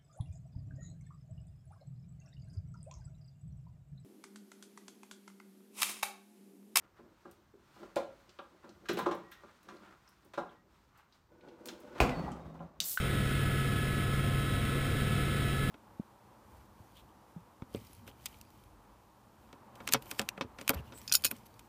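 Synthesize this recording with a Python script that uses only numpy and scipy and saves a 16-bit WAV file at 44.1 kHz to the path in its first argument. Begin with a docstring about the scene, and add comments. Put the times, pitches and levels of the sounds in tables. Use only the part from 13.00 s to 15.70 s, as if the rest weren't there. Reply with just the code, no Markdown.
"""Helicopter cabin in steady flight

Main and tail rotor thump the hull; gearbox, engine shaft and pumps whine as sums of cosines over a wide air rush
of shaped noise. One slowly rising rotor speed ties them together; a free spool sings on its own, wandering.
Everything is sampled coarsely and each sample held, which mirrors the sound into the treble."""
import sys
import numpy as np
from scipy import signal
from scipy.fft import rfft, irfft
from scipy.io import wavfile
from scipy.ndimage import uniform_filter1d

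SR = 44100
rng = np.random.default_rng(int(sys.argv[2]) if len(sys.argv) > 2 else 0)


def generate_wav(sig):
    """Save sig (samples, or channels by samples) to the path in sys.argv[1] as 16-bit PCM at SR."""
    pcm = np.round(np.clip(np.atleast_2d(sig).T, -1, 1) * 32767).astype(np.int16)
    wavfile.write(sys.argv[1], SR, pcm)


def invert_db(level):
    """Linear amplitude ratio for a level in decibels (20 dB per decade), elementwise."""
    return 10 ** (np.asarray(level, dtype=float) / 20)


N = 119070
BLADES, RING_TEETH = 3, 100
SHAFT_RATIO = 15.55  # engine shaft turns per rotor turn
LOW_WAVER_DB, HIGH_WAVER_DB, WAVER_HZ = 0.5, 1, 6


def evened(x):
    """Scales to rms 1."""
    return x / np.sqrt(np.mean(x ** 2) + 1e-20)


def curve(table, column):
    """One column of a time table, interpolated at every sample."""
    rows = np.array(table)
    return np.interp(np.arange(N) / SR, rows[:, 0], rows[:, column])


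def wander(time_s, top_hz):
    """Slow random drift of rms 1: twelve sines, the slower the stronger."""
    hz = np.geomspace(top_hz / 10, top_hz, num=12)[:, None]
    sines = np.sin(2 * np.pi * (hz * time_s + rng.random((12, 1))))
    return evened((sines / np.sqrt(hz)).sum(0))


def tone(cycles, level_db, waver_db, free=1):
    """Cosine of rms level_db on a cycle count, its level wavering; a free tone starts at any angle."""
    coarse_s = np.arange(0, N + 256, 256) / SR
    waver = np.interp(np.arange(N) / SR, coarse_s, wander(coarse_s, WAVER_HZ))
    peak = np.sqrt(2) * invert_db(level_db + waver_db * waver)
    return peak * np.cos(2 * np.pi * (cycles + free * rng.random()))


# air spectrum through the cabin's resonances: pitch_hz, density_db_per_hz
AIR_SPECTRUM = [(10, -82), (30, -73), (50, -61), (75, -68.5), (105, -56), (125, -62), (160, -63),
                (210, -61), (290, -64.5), (490, -68), (600, -76), (720, -77.5), (900, -86), (1070, -80),
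                (1150, -82), (1240, -80), (1330, -71), (1410, -72.5), (1500, -74), (1620, -80.5),
                (1685, -71.5), (1740, -78.5), (1850, -78), (2130, -72.5), (2400, -80), (2620, -75),
                (2850, -80.5), (3050, -76), (3230, -75), (3320, -81.5), (3430, -75.5), (3800, -83.5),
                (4250, -86), (4900, -89.5), (5170, -85), (5350, -89), (5700, -90.5), (6000, -107)]
PATCHY_DB, SWELL_DB, CHOP_DB = 0.5, 0.5, 0.5
SWELL_TOP_HZ = 2.95


def air_rush(turns):
    """Random short-time spectra with faint patches and a slow swell, chopped a little by the blades."""
    frames, hz = N // 512 + 5, np.fft.rfftfreq(2048, 1 / SR)
    real, imag, patches = rng.standard_normal((frames, 1025, 3)).T
    patches = uniform_filter1d(patches, size=20, axis=0)
    patches = evened(uniform_filter1d(patches, size=6, axis=1))
    table_hz, table_db = np.transpose(AIR_SPECTRUM)
    shape_db = np.interp(np.log(hz + 1), np.log(table_hz + 1), table_db, right=-140)[:, None]
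    swell = wander(np.arange(frames) * 512 / SR, SWELL_TOP_HZ)
    spectra = (real + 1j * imag) * invert_db(shape_db + PATCHY_DB * patches + SWELL_DB * swell)
    power = np.sum(invert_db(shape_db) ** 2) * hz[1]
    air = signal.istft(spectra, nperseg=2048, noverlap=1536)[1][:N]
    air = evened(air) * np.sqrt(power)
    return air * invert_db(CHOP_DB * np.cos(2 * np.pi * BLADES * turns))


# free spool whistle: time_s, pitch_hz, level_db
SPOOL_TRACK = [(0, 1101, -63), (.5, 1090, -63), (1., 1074, -60.5), (1.2, 1060, -56), (1.4, 1058, -55),
               (1.65, 1074, -60.5), (2., 1076, -63), (2.7, 1092, -62)]


def spool():
    """A thin whistle whose speed drifts apart from the rotors."""
    cycles = np.cumsum(curve(SPOOL_TRACK, column=1)) / SR
    return tone(cycles, curve(SPOOL_TRACK, column=2), HIGH_WAVER_DB)


# steady pumps: cycles_per_rotor_turn
PUMP_RATIOS = [121.35, 202.14, 203.58]
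# steady pumps, same order: level_db
PUMP_LEVELS = [-64.5, -60, -54]
BEATING_RATIO, BEATING_START_DB, BEATING_RISE_DB_PER_S = 108.38, -59, 1.5
BEAT_HZ, BEAT_GROWTH_PER_S, BEAT_PEAK_S = 3.45, 0.3, 0.16


def pumps(turns):
    """Tones at fixed ratios to the rotor; one more grows louder while its slow beat deepens."""
    steady = sum(tone(ratio * turns, level_db, HIGH_WAVER_DB)
                 for ratio, level_db in zip(PUMP_RATIOS, PUMP_LEVELS))
    time_s = np.arange(N) / SR
    beat = 1 + BEAT_GROWTH_PER_S * time_s * np.cos(2 * np.pi * BEAT_HZ * (time_s - BEAT_PEAK_S))
    rising_db = BEATING_START_DB + BEATING_RISE_DB_PER_S * time_s
    return steady + beat * tone(BEATING_RATIO * turns, rising_db, LOW_WAVER_DB)


# engine shaft: order: level_db
SHAFT_ORDERS = {1: -45.5, 2: -54.5, 12: -64, 15: -55, 34: -64.5}
SHAFT_LAG_CYCLES = 0.57


def engine_shaft(turns):
    """Orders of the engine shaft, locked in phase to its turning."""
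    shaft_turns = SHAFT_RATIO * turns - SHAFT_LAG_CYCLES
    return sum(tone(order * shaft_turns, level_db, HIGH_WAVER_DB, free=0)
               for order, level_db in SHAFT_ORDERS.items())


# planet gear mesh: harmonic: level_db
MESH_HARMONICS = {1: -60.5, 2: -47, 3: -56.5, 4: -62, 5: -60, 7: -76, 8: -67.5}
# moving gear levels: time_s, sixth_mesh_harmonic_db, pinion_db
GEAR_LEVELS = [(0, -54, -55), (.3, -56, -49), (.55, -58, -45), (.85, -58, -44.5), (1.15, -57, -49.5),
               (1.5, -54, -52), (1.9, -54, -49), (2.3, -54, -49), (2.7, -52.5, -44.5)]
PINION_TEETH = 17
PLANET_DEPTH, PLANET_LEAN_RAD = 0.14, 0.16  # once-a-turn swell; phase sway, upper sideband stronger


def gearbox(turns):
    """Planet mesh harmonics swell and sway once a rotor turn, beside a sixth harmonic and pinion whine."""
    swell = 1 + PLANET_DEPTH * np.cos(2 * np.pi * turns)
    swayed = turns + PLANET_LEAN_RAD / (2 * np.pi * RING_TEETH) * np.sin(2 * np.pi * turns)
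    mesh = swell * sum(tone(k * RING_TEETH * swayed, level_db, HIGH_WAVER_DB)
                       for k, level_db in MESH_HARMONICS.items())
    sixth = tone(6 * RING_TEETH * turns, curve(GEAR_LEVELS, column=1), waver_db=0.8)
    pinion = tone(PINION_TEETH * SHAFT_RATIO * turns, curve(GEAR_LEVELS, column=2), waver_db=0.27)
    return mesh + sixth + pinion


# tail shaft, harmonics from 1 up: level_db
TAIL_HARMONICS = [-53, -47, -62, -35, -64, -53]
TAIL_RATIO, TAIL_LAG_CYCLES = 5.3015, 0.06


def tail_rotor(turns):
    """The tail shaft hums at a fixed ratio to the rotor, its harmonics in step."""
    tail_turns = TAIL_RATIO * turns - TAIL_LAG_CYCLES
    return sum(tone(k * tail_turns, level_db, LOW_WAVER_DB, free=0)
               for k, level_db in enumerate(TAIL_HARMONICS, start=1))


# blade passes, harmonics from 1 up: level_db
BLADE_HARMONICS = [-55, -47.5, -43, -48, -42, -48, -58, -62, -60, -51, -58, -53]
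BLADE_LAG_CYCLES = 0.085
HULL_HARMONIC = 5  # a hull resonance turns this one upside down


def main_rotor(turns):
    """Each blade pass is one thump, its harmonics in step."""
    passes = BLADES * turns - BLADE_LAG_CYCLES
    thump = np.zeros(N)
    for k, level_db in enumerate(BLADE_HARMONICS, start=1):
        sign = -1 if k == HULL_HARMONIC else 1
        thump += sign * tone(k * passes, level_db, LOW_WAVER_DB, free=0)
    return thump


# planet gear mesh, sets every speed but the spool's: time_s, mesh_hz
MESH_SPEED = [(0, 643.35), (.7, 643.75), (1.25, 645.05), (1.65, 645.95), (2.1, 646.85), (2.7, 647.85)]


def scene():
    """Air, spool, gears and rotors summed to mono."""
    turns = np.cumsum(curve(MESH_SPEED, column=1)) / SR / RING_TEETH
    machinery = pumps(turns) + engine_shaft(turns) + gearbox(turns)
    rotors = tail_rotor(turns) + main_rotor(turns)
    return (air_rush(turns) + spool() + machinery + rotors)[None]


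def low_pass(x):
    """Removes everything above the highest recorded frequency."""
    return signal.sosfilt(signal.butter(12, 15850, fs=SR, output="sos"), x)


HOLD_HZ, EDGE_HZ = 12000, 15270  # sampling rate of the hold; treble cut


def record(dry):
    """Coarse held samples: mirror copies around the sampling rate, the hold's sinc droop, a treble cut."""
    copies = dry * (1 + 2 * np.cos(2 * np.pi * HOLD_HZ * np.arange(N) / SR))
    hz = np.fft.rfftfreq(N, 1 / SR)
    droop = np.sinc(hz / HOLD_HZ)
    held = irfft(rfft(copies) * droop * (hz < EDGE_HZ), N)
    return low_pass(held)


dry = scene()
out = record(dry)
generate_wav(out)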